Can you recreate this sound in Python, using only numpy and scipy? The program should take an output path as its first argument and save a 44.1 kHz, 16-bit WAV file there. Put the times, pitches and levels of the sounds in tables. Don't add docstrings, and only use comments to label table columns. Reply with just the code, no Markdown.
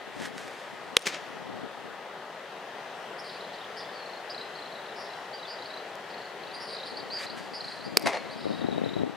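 import sys
import numpy as np
from scipy import signal
from scipy.fft import rfft
from scipy.io import wavfile
from scipy.ndimage import uniform_filter1d

SR = 44100
rng = np.random.default_rng(int(sys.argv[2]) if len(sys.argv) > 2 else 0)


def put_to_file(sound):
    columns = np.atleast_2d(sound).T
    safe = np.clip(columns, -1, 1)
    whole_steps = np.round(safe * 32767)
    wavfile.write(sys.argv[1], SR, whole_steps.astype(np.int16))


N = 404000

# f/Hz, relative level/dB per Hz
AIR_COLOUR = [(25, -59), (105, -27.5), (165, -11.5), (230, -13), (335, -13), (395, -3.5), (450, -4.5),
              (750, -2), (1050, -7.5), (1500, -9.5), (1960, -8.5), (2180, -14.5), (3200, -15), (7000, -31),
              (16000, -43.5)]
# t/s, level/dB from 400 to 2500 Hz
AIR_LEVEL = [(0.0, -43), (.95, -43), (1.17, -41.5), (1.5, -42.8), (2.3, -43), (2.93, -41), (7.0, -41.2),
             (7.73, -42.8), (8.85, -42), (9.16, -43.5)]
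# f/Hz, left-right correlation
AIR_LIKENESS = [(60, 0.64), (150, 0.92), (380, 0.96), (950, 0.87), (2380, 0.73), (5980, 0.31),
                (15000, 0.039)]
# f/Hz, left minus right/dB
AIR_LEAN = [(60, 2.0), (180, 2.5), (550, 3.3), (1650, 4.6), (4970, 1.4), (15000, 0.82)]
# t/s, level/dB
WHINE_LEVEL = [(0, -59), (2.3, -59), (2.4, -90)]
# t/s, level/dB from 90 to 400 Hz
GUSTS = [
    [(0, -64), (.13, -66), (.17, -46), (.52, -60), (.62, -76), (.74, -55), (.82, -64), (.94, -54)],
    [(1.1, -64), (1.3, -59), (1.48, -50), (1.65, -50), (1.71, -64), (1.87, -58), (2.1, -73)],
    [(6.3, -72), (6.6, -61), (6.8, -71), (6.96, -56), (7.2, -61), (7.32, -51), (7.6, -60), (7.82, -57),
     (7.87, -43), (7.945, -47), (8.0, -48), (8.06, -34), (8.12, -58), (8.42, -48), (8.46, -41), (8.53, -38),
     (8.59, -46), (8.63, -35), (8.66, -42), (8.78, -34), (8.8, -44), (8.86, -38), (8.95, -45), (8.97, -35),
     (9.04, -32), (9.16, -55)],
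]
# f/Hz, relative level/dB per Hz
BUFFET_COLOUR = [(15, -82), (25, -43), (115, -7.5), (234, 0.5), (450, -6), (743, -15.5), (1840, -69),
                 (2020, -43), (2500, -55), (3250, -74), (5500, -120)]
# t/s, peak level/dB
THUDS = [(.076, -40), (0.359, -45), (0.75, -45), (1.355, -41), (1.469, -47), (1.864, -40), (7.867, -34),
         (8.046, -30), (8.241, -37), (8.455, -24), (8.466, -24), (8.503, -23.5), (8.62, -28),
         (8.686, -20.5), (8.726, -24), (8.781, -20.5), (8.8165, -20.5), (8.837, -23), (8.861, -22.5),
         (8.966, -25.5), (9.003, -37), (9.034, -22.5), (9.048, -30), (9.068, -40)]
# peak t/s, level/dB from 6.08 to 7.46 kHz,
# swell t/s per 20 dB, fade t/s per 20 dB
SCRAPES = [(.225, -59, .14, .05), (.26, -52, .06, .03), (.382, -58.5, .04, .2), (.6, -68, .5, .8),
           (7.2, -58, .025, .07), (7.25, -54, .12, .018), (7.38, -57, .025, .04), (7.43, -69, .05, .6),
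           (7.65, -68, .06, .5)]
# f/Hz, relative level/dB per Hz
GRIT_COLOUR = [(500, -22), (1100, 1), (1700, 10.5), (2700, 1.5), (4000, -1), (8000, -8), (12000, -17),
               (15500, -38)]
# t/s, noise level/dB before smoothing and decay
TICKS = [(5.9544, -35)]
# t/s, level/dB added to each mode, tightness (factor on the upper modes)
SLAPS = [(.9667, -10, 1.2), (.9672, -5, 1.1), (.9681, -11, 1.05), (.9687, 5, .95), (7.9701, -15, 1.3),
         (7.9705, -11, 1.2), (7.9712, -8, 1.33), (7.9718, 4, 1.33)]
# f/Hz before tightness, level/dB relative to the slap, decay t/s to -60 dB
LEATHER_MODES = [(1260, -16.5, 0.0074), (1730, -16, 0.0039), (2520, -3.5, 0.0033), (3490, 4.1, 0.0025),
                 (5700, -10.5, 0.005), (7440, -11, 0.0034), (9130, -8.5, 0.0025)]
# t/s, level/dB before onset and bass cut, f/Hz, decay t/s to -60 dB
POCKET_THUMPS = [(.9678, -11, 495, .027), (7.9706, -11, 435, .024)]
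# delay t/s, gain/dB on a short noise burst
NEAR_SURFACES = [(.0015, -41), (.0035, -35), (.006, -42), (0.01, -49), (.024, -42), (0.043, -53),
                 (0.051, -46), (.057, -47), (.075, -68)]
# (f/Hz, relative level/dB per Hz)
CATCHES = [(0.9687, -19.5, [(88, -48), (150, -8), (263, -3.5), (373, -1.5), (462, -3), (1110, -13),
           (1200, -6), (2270, 0), (6600, -7.5), (15500, -32)]), (7.9719, -12.5, [(88, -58), (150, -39.5),
           (189, -26.5), (643, -8), (1570, -22), (2150, -14), (3040, -27), (4310, -25.5), (10300, -39.5),
           (15500, -61)])]
# delay t/s, relative level/dB at the first catch, relative level/dB at the second
WALLS = [(.088, -18, -11), (0.0965, -15, -18), (0.1006, 1, 0.9), (0.1056, 1.5, -7), (0.157, -27, -24),
         (.162, -26, -10), (.178, -9, -19), (0.188, -25, -25), (.2, -25, -14)]
# delay t/s, relative level/dB
SEATS = [(.012, -27), (.086, -27), (.09, -11), (.105, -11.5), (.12, -14.5), (.145, -22.5), (.175, -16),
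         (.195, -20.5), (.225, -29.5), (.3, -32), (.6, -60)]
# start t/s, length t/s, level/dB at the top, fade/dB after it, top f/Hz,
# scoop up from f/Hz below, scoop t/s, final sag f/Hz (negative climbs), full buzz depth f/Hz,
# octave level/dB relative to the tone
BUZZES = [(3.18, .035, -47, -7, 5250, 1000, .02, 50, 300, -21),
          (3.23, .15, -51, -2, 4670, 10, .01, 320, 430, -19),
          (3.532, .024, -48, -9, 4400, 400, .013, 50, 500, -25),
          (3.762, .078, -45, -7, 4980, 800, .016, 400, 450, -24),
          (3.92, .065, -52, -3, 4530, 280, .035, 200, 170, -34),
          (3.985, .055, -50, 0, 4330, 10, .01, 110, 130, -34),
          (4.294, .033, -39, -18, 5000, 1200, .014, 10, 300, -33),
          (4.948, .135, -50, -9, 5090, 190, .06, 150, 500, -20),
          (5.07, .15, -61, -4, 5040, 10, .01, 80, 520, -20),
          (5.328, .042, -42, -20, 4750, 650, .018, 130, 100, -30),
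          (5.465, .1, -44, -12, 4810, 410, .05, 310, 240, -30),
          (6.092, .033, -53, -1, 4500, 410, .013, 30, 400, -25),
          (6.532, .058, -42, -13, 4800, 500, .016, 220, 90, -19),
          (6.595, .07, -45, -6, 5090, 390, .025, 450, 380, -17.5),
          (6.665, .055, -46, 0, 4680, 10, .01, 320, 330, -17.5),
          (6.715, .04, -42, -8, 4840, 480, .02, 140, 160, -17.5),
          (6.85, .08, -47, -6, 4650, 200, .01, 230, 350, -18),
          (6.955, .055, -44, -18, 4700, 600, .022, -40, 90, -24),
          (7.097, .103, -36, -5, 4830, 950, .052, 500, 170, -35),
          (7.53, .058, -40.5, -6, 4900, 430, .025, 230, 330, -24),
          (7.66, .11, -52, -3, 4480, 10, .03, -220, 400, -18),
          (7.835, .055, -44, -13, 4780, 650, .022, 140, 110, -24),
          (7.985, .083, -48, 1, 4720, 470, .04, 170, 170, -27),
          (8.305, .045, -47, -6, 4520, 40, .006, -50, 280, -19.5),
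          (8.345, .29, -54, -4, 4720, 300, .035, 330, 400, -19.5)]
# first t/s, last t/s, notes, first level/dB, last level/dB,
# first f/Hz, last f/Hz, rise f/Hz; each note varies its rise and starts 5 ms before its time
TRILLS = [(3.2652, 3.297, 2, -50, -46, 4380, 3920, 1300), (3.4083, 3.4466, 2, -44, -47, 4010, 3980, 1300),
          (3.5843, 3.6446, 3, -49, -44, 3850, 3380, 1300), (3.8038, 3.8921, 3, -47, -49, 3470, 3480, 1300),
          (4.0617, 4.171, 4, -47, -46, 4250, 4250, 600), (4.348, 4.412, 3, -41, -39, 4200, 4000, 1200),
          (4.5565, 4.6578, 4, -42, -45, 4260, 4050, 1000), (4.7232, 4.788, 3, -47, -48, 4020, 3810, 1000),
          (4.861, 4.9252, 3, -49, -50, 4000, 3700, 1000), (5.0664, 5.136, 3, -49, -47, 4050, 4050, 1300),
          (5.3976, 5.432, 2, -47, -43, 4000, 3940, 1300), (5.4544, 5.4864, 2, -44, -44, 3570, 4500, 1300),
          (5.5907, 5.658, 3, -46, -40, 4030, 4360, 1300), (5.7063, 5.7744, 3, -43, -43, 4040, 4160, 1300),
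          (6.143, 6.258, 4, -46, -48, 4290, 4380, 1350), (6.435, 6.5518, 4, -47, -44, 4150, 4150, 1350),
          (6.6944, 6.8034, 7, -43, -41, 4250, 3900, 1600), (6.8344, 6.9426, 4, -40, -47, 3880, 4250, 1600),
          (6.9726, 7.002, 2, -37, -45, 4500, 3970, 1350), (7.233, 7.3026, 3, -41, -38, 4130, 4330, 1400),
          (7.609, 7.722, 4, -35.5, -40, 4360, 4240, 1400), (7.7762, 7.8103, 2, -48, -45, 4060, 4170, 1400),
          (8.148, 8.2024, 3, -41, -49, 4300, 4220, 700), (8.2561, 8.3394, 3, -51, -47, 3900, 3950, 680),
          (8.4093, 8.484, 3, -46, -47, 4000, 3900, 660), (8.5106, 8.5492, 3, -46, -46, 3770, 3830, 650),
          (8.5844, 8.6158, 2, -46, -44, 3860, 3770, 640), (8.668, 8.6946, 2, -46, -49, 3930, 3980, 630),
          (8.7171, 8.7344, 2, -43, -48, 3850, 3700, 630), (8.759, 8.778, 2, -48, -43, 3700, 3800, 630),
          (8.844, 8.987, 4, -41, -42, 3810, 3870, 610)]


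def amp(db):
    return 10 ** (np.asarray(db) / 20)


def read(points, hz):
    f, value = np.transpose(points)
    return np.interp(np.log(hz + 1), np.log(f + 1), value)


def add(mix, s, sound):
    part = mix[round(s * SR):][:len(sound)]
    part += sound[:len(part)]


def evened(x, lo_hz=0, hi_hz=SR):
    spectrum, hz = rfft(x), np.fft.rfftfreq(x.shape[-1], 1 / SR)
    inside = spectrum[..., (hz >= lo_hz) & (hz <= hi_hz)]
    energy = 2 * np.sum(abs(inside) ** 2)
    return x * x.shape[-1] / np.sqrt(energy * x.shape[-1] / x.size + 1e-20)


def coloured(x, points):
    hz = abs(np.fft.fftfreq(4096, 1 / SR))
    log_gain = np.log(amp(np.maximum(read(points, hz), -100)))
    taps = np.fft.ifft(np.exp(np.conj(signal.hilbert(log_gain)))).real[:2048]
    taps /= np.linalg.norm(taps)
    return signal.oaconvolve(np.atleast_2d(x), taps[None], axes=1)[:, :x.shape[-1]]


def envelope(tables):
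    t = np.arange(N) / SR
    gain = sum(amp(np.interp(t, *np.transpose(rows), -200, -200)) for rows in tables)
    return uniform_filter1d(gain, 200)


def swells(rows):
    t = np.arange(N) / SR
    gain = sum(amp(db - 20 * np.maximum((s - t) / rise_s, (t - s) / fade_s))
               for s, db, rise_s, fade_s in rows)
    return uniform_filter1d(gain, size=200)


def wander(hz, shape):
    return evened(signal.lfilter(*signal.butter(2, hz, fs=SR), rng.standard_normal(shape)))


def air():
    whine_hz, patch_db = 1257, 0.77
    frames, hz = N // 256 + 5, np.fft.rfftfreq(1024, 1 / SR)
    real, imag, other_real, other_imag, patches = rng.standard_normal((frames, 513, 5)).T
    patches = uniform_filter1d(uniform_filter1d(patches, 12, 0), 16, 1)
    same = np.clip(read(AIR_LIKENESS, hz), -1, 1)[:, None]
    lean = read(AIR_LEAN, hz)[:, None] / 2
    left = real + 1j * imag
    right = same * left + np.sqrt(1 - same ** 2) * (other_real + 1j * other_imag)
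    spectra = np.array([left * amp(lean), right * amp(-lean)])
    spectra *= amp(read(AIR_COLOUR, hz)[:, None] + patch_db * patches / patches.std())
    wash = signal.istft(spectra, nperseg=1024, noverlap=768)[1][:, :N]
    wash = evened(wash, 400, 2500)
    turn = 2 * np.pi * np.cumsum(whine_hz + 3 * wander(3, N)) / SR
    tone = np.sqrt(2) * np.sin(turn) * envelope([WHINE_LEVEL])
    return wash * envelope([AIR_LEVEL]) + tone * amp([[2.5], [-2.5]])


def wind():
    eddies_per_s, spread_db, lumps_db = 200., 3.5, 2.5
    size = amp(spread_db * np.minimum(rng.exponential(1, N), 3)) * rng.choice([-1., 1.], N)
    eddies = evened(size * (rng.random(N) < eddies_per_s / SR))
    eddies += 0.66 * rng.standard_normal(N)
    lumpy = eddies * amp(lumps_db * wander(38.0, N))
    thuds = evened(coloured(lumpy, BUFFET_COLOUR)[0], 90, 400) * envelope(GUSTS)
    thud = np.diff(coloured(np.eye(1, 2048)[0], BUFFET_COLOUR)[0])
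    for s, db in THUDS:
        add(thuds, s, amp(db) * thud / abs(thud).max())
    return thuds * np.array([[amp(9.5)], [-amp(1.0)]])


def shoes():
    grains_per_s, spread_db = 2500., 2.5
    size = amp(spread_db * rng.exponential(1, N)) * rng.standard_normal(N)
    grains = size * (rng.random(N) < grains_per_s / SR)
    both = evened(grains) + 0.99 * rng.standard_normal(N)
    each = 0.27 * rng.standard_normal((2, N))
    out = evened(coloured(both + each, GRIT_COLOUR), 6080, 7460) * swells(SCRAPES)
    t = np.arange(200) / SR
    for s, db in TICKS:
        burst = amp(db - 60 * t / .004) * rng.standard_normal(len(t))
        add(out.T, s, uniform_filter1d(burst, size=3)[:, None])
    return out


def mitt():
    out, t = np.zeros(N), np.arange(2000) / SR
    for s, db, tight in SLAPS:
        ring = np.zeros(len(t))
        for hz, mode_db, t60 in LEATHER_MODES:
            tuned_hz = hz * (tight if hz > 3000 else 1)
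            ring += amp(db + mode_db - 60 * t / t60) * np.sin(2 * np.pi * tuned_hz * t)
        add(out, s, -ring * (1 - np.exp(-t / .00012)))
    for s, db, hz, t60 in POCKET_THUMPS:
        thump = amp(db - 60 * t / t60) * np.sin(2 * np.pi * hz * t)
        add(out, s, thump * (1 - np.exp(-t / 0.00061)))
    out = signal.lfilter(*signal.butter(1, 170, "high", fs=SR), out)
    taps = np.zeros((2, SR // 10))
    for s, db in NEAR_SURFACES:
        burst = rng.standard_normal((41, 2)) + rng.standard_normal((41, 1))
        add(taps.T, s, amp(db) * np.diff(burst, axis=0))
    copies = signal.oaconvolve(out[None], taps, axes=1)[:, :N]
    return out * amp([[.4], [-.4]]) + copies


def stands():
    smear_s, apart, dull_hz = .0015, .35, 4500.
    out, t = np.zeros((2, N)), np.arange(int(.6 * SR)) / SR
    seats = amp(np.interp(t, *np.transpose(SEATS), -200, -200))
    far = np.clip((t - .11) / 0.067, 0, 1)
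    for k, (s, db, colour) in enumerate(CATCHES):
        walls = sum(amp(row[1 + k]) * np.exp(-((t - row[0]) / smear_s) ** 2) for row in WALLS)
        both, *each = rng.standard_normal((3, len(t)))
        returns = np.hypot(walls, seats) * (both + apart * np.array(each))
        echo = amp(db) * coloured(returns, colour)
        dull = signal.lfilter(*signal.butter(1, dull_hz, fs=SR), echo)
        echo += far * (dull - echo)
        add(out.T, s, echo.T * amp([1.2, -1.2]))
    return out


def whistle(hz, overtone_db):
    turn = 2 * np.pi * np.cumsum(hz) / SR
    return np.sqrt(2) * (np.sin(turn) + amp(overtone_db) * np.sin(2 * turn))


def buzzes():
    buzz_hz, rough = 200., .2
    grows_s, grows_from = .025, .6
    scoop_db = -5
    out = np.zeros(N)
    for s, length, top_db, fade_db, top_hz, scoop_hz, scoop_s, sag_hz, deep_hz, octave_db in BUZZES:
        t = np.arange(0, length, 1 / SR)
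        db = top_db + np.interp(t, (0, scoop_s, length), (scoop_db, 0, fade_db))
        scoop = scoop_hz * (1 - t / scoop_s) ** 2
        sag = sag_hz * (abs(t - scoop_s) / (length - scoop_s)) ** 2
        hz = top_hz - np.where(t < scoop_s, scoop, sag)
        depth = deep_hz * np.interp(t, (0, grows_s), (grows_from, 1))
        slur = 2 * np.pi * np.cumsum(buzz_hz * (1 + 0.118 * wander(67.0, len(t)))) / SR
        pitch = hz + depth * (np.cos(slur) + rough * wander(300., len(t)))
        throb = 1 + np.minimum(depth / 300, .8) * np.sin(slur)
        fades = signal.windows.tukey(len(t), .22)
        add(out, s, amp(db) * whistle(pitch, octave_db) * throb * fades)
    return out


def trills():
    note_s = .018
    out, u = np.zeros(N), np.linspace(0, 1, int(note_s * SR))
    notes = []
    for s0, s1, count, db0, db1, hz0, hz1, rise_hz in TRILLS:
        notes.extend(np.linspace((s0, db0, hz0, rise_hz), (s1, db1, hz1, rise_hz), round(count)))
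    variations = rng.uniform((.8, -1, 0), (1.2, 1, 6), (len(notes), 3))
    for (s, db, hz, rise_hz), (stretch, wobble, beat) in zip(notes, variations):
        pitch = hz + stretch * rise_hz * (u ** 1.31 - .27) + 90 * wobble * np.sin(9 * u)
        swell = np.sin(np.pi * u ** 0.62) ** 2 * (1 + .5 * np.sin(14 * u + beat))
        add(out, s - .005, amp(db) * whistle(pitch, -29.0) * swell)
    return out


def sparrows():
    out, t = buzzes() + trills(), np.arange(SR // 2) / SR
    both, *each = rng.standard_normal((3, len(t)))
    decay = amp(-60 * t / 0.17) + amp(-8 - 60 * t / 1.17)
    tail = (both + .5 * np.array(each)) * decay
    tail /= np.linalg.norm(tail[0])
    return out + amp(-3) * signal.oaconvolve(out[None], tail, axes=1)[:, :N]


def scene():
    return air() + wind() + shoes() + mitt() + stands() + sparrows()


def record(dry):
    recovery_db_per_s, threshold_db, edge_hz = 100.0, -23, 15800
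    power = signal.lfilter(np.ones(256) / 256, 1, (dry ** 2).mean(0))
    power_db = 10 * np.log10(power + 1e-12)
    climb = np.arange(N) * recovery_db_per_s / SR
    held_db = np.maximum.accumulate(power_db + climb) - climb
    over_db = np.maximum(held_db - threshold_db, 0)
    duck_db = signal.lfilter([.006], [1, .006 - 1], .5 * over_db)
    clipped = np.clip(dry / amp(duck_db), -1, 1)
    lean = signal.lfilter(*signal.butter(1, 30, "high", fs=SR), clipped)
    band_limit = signal.firwin(1023, edge_hz, window=("kaiser", 9), fs=SR)
    return np.clip(signal.oaconvolve(lean, band_limit[None], "same"), -1, 1)


dry = scene()
out = record(dry)
put_to_file(out)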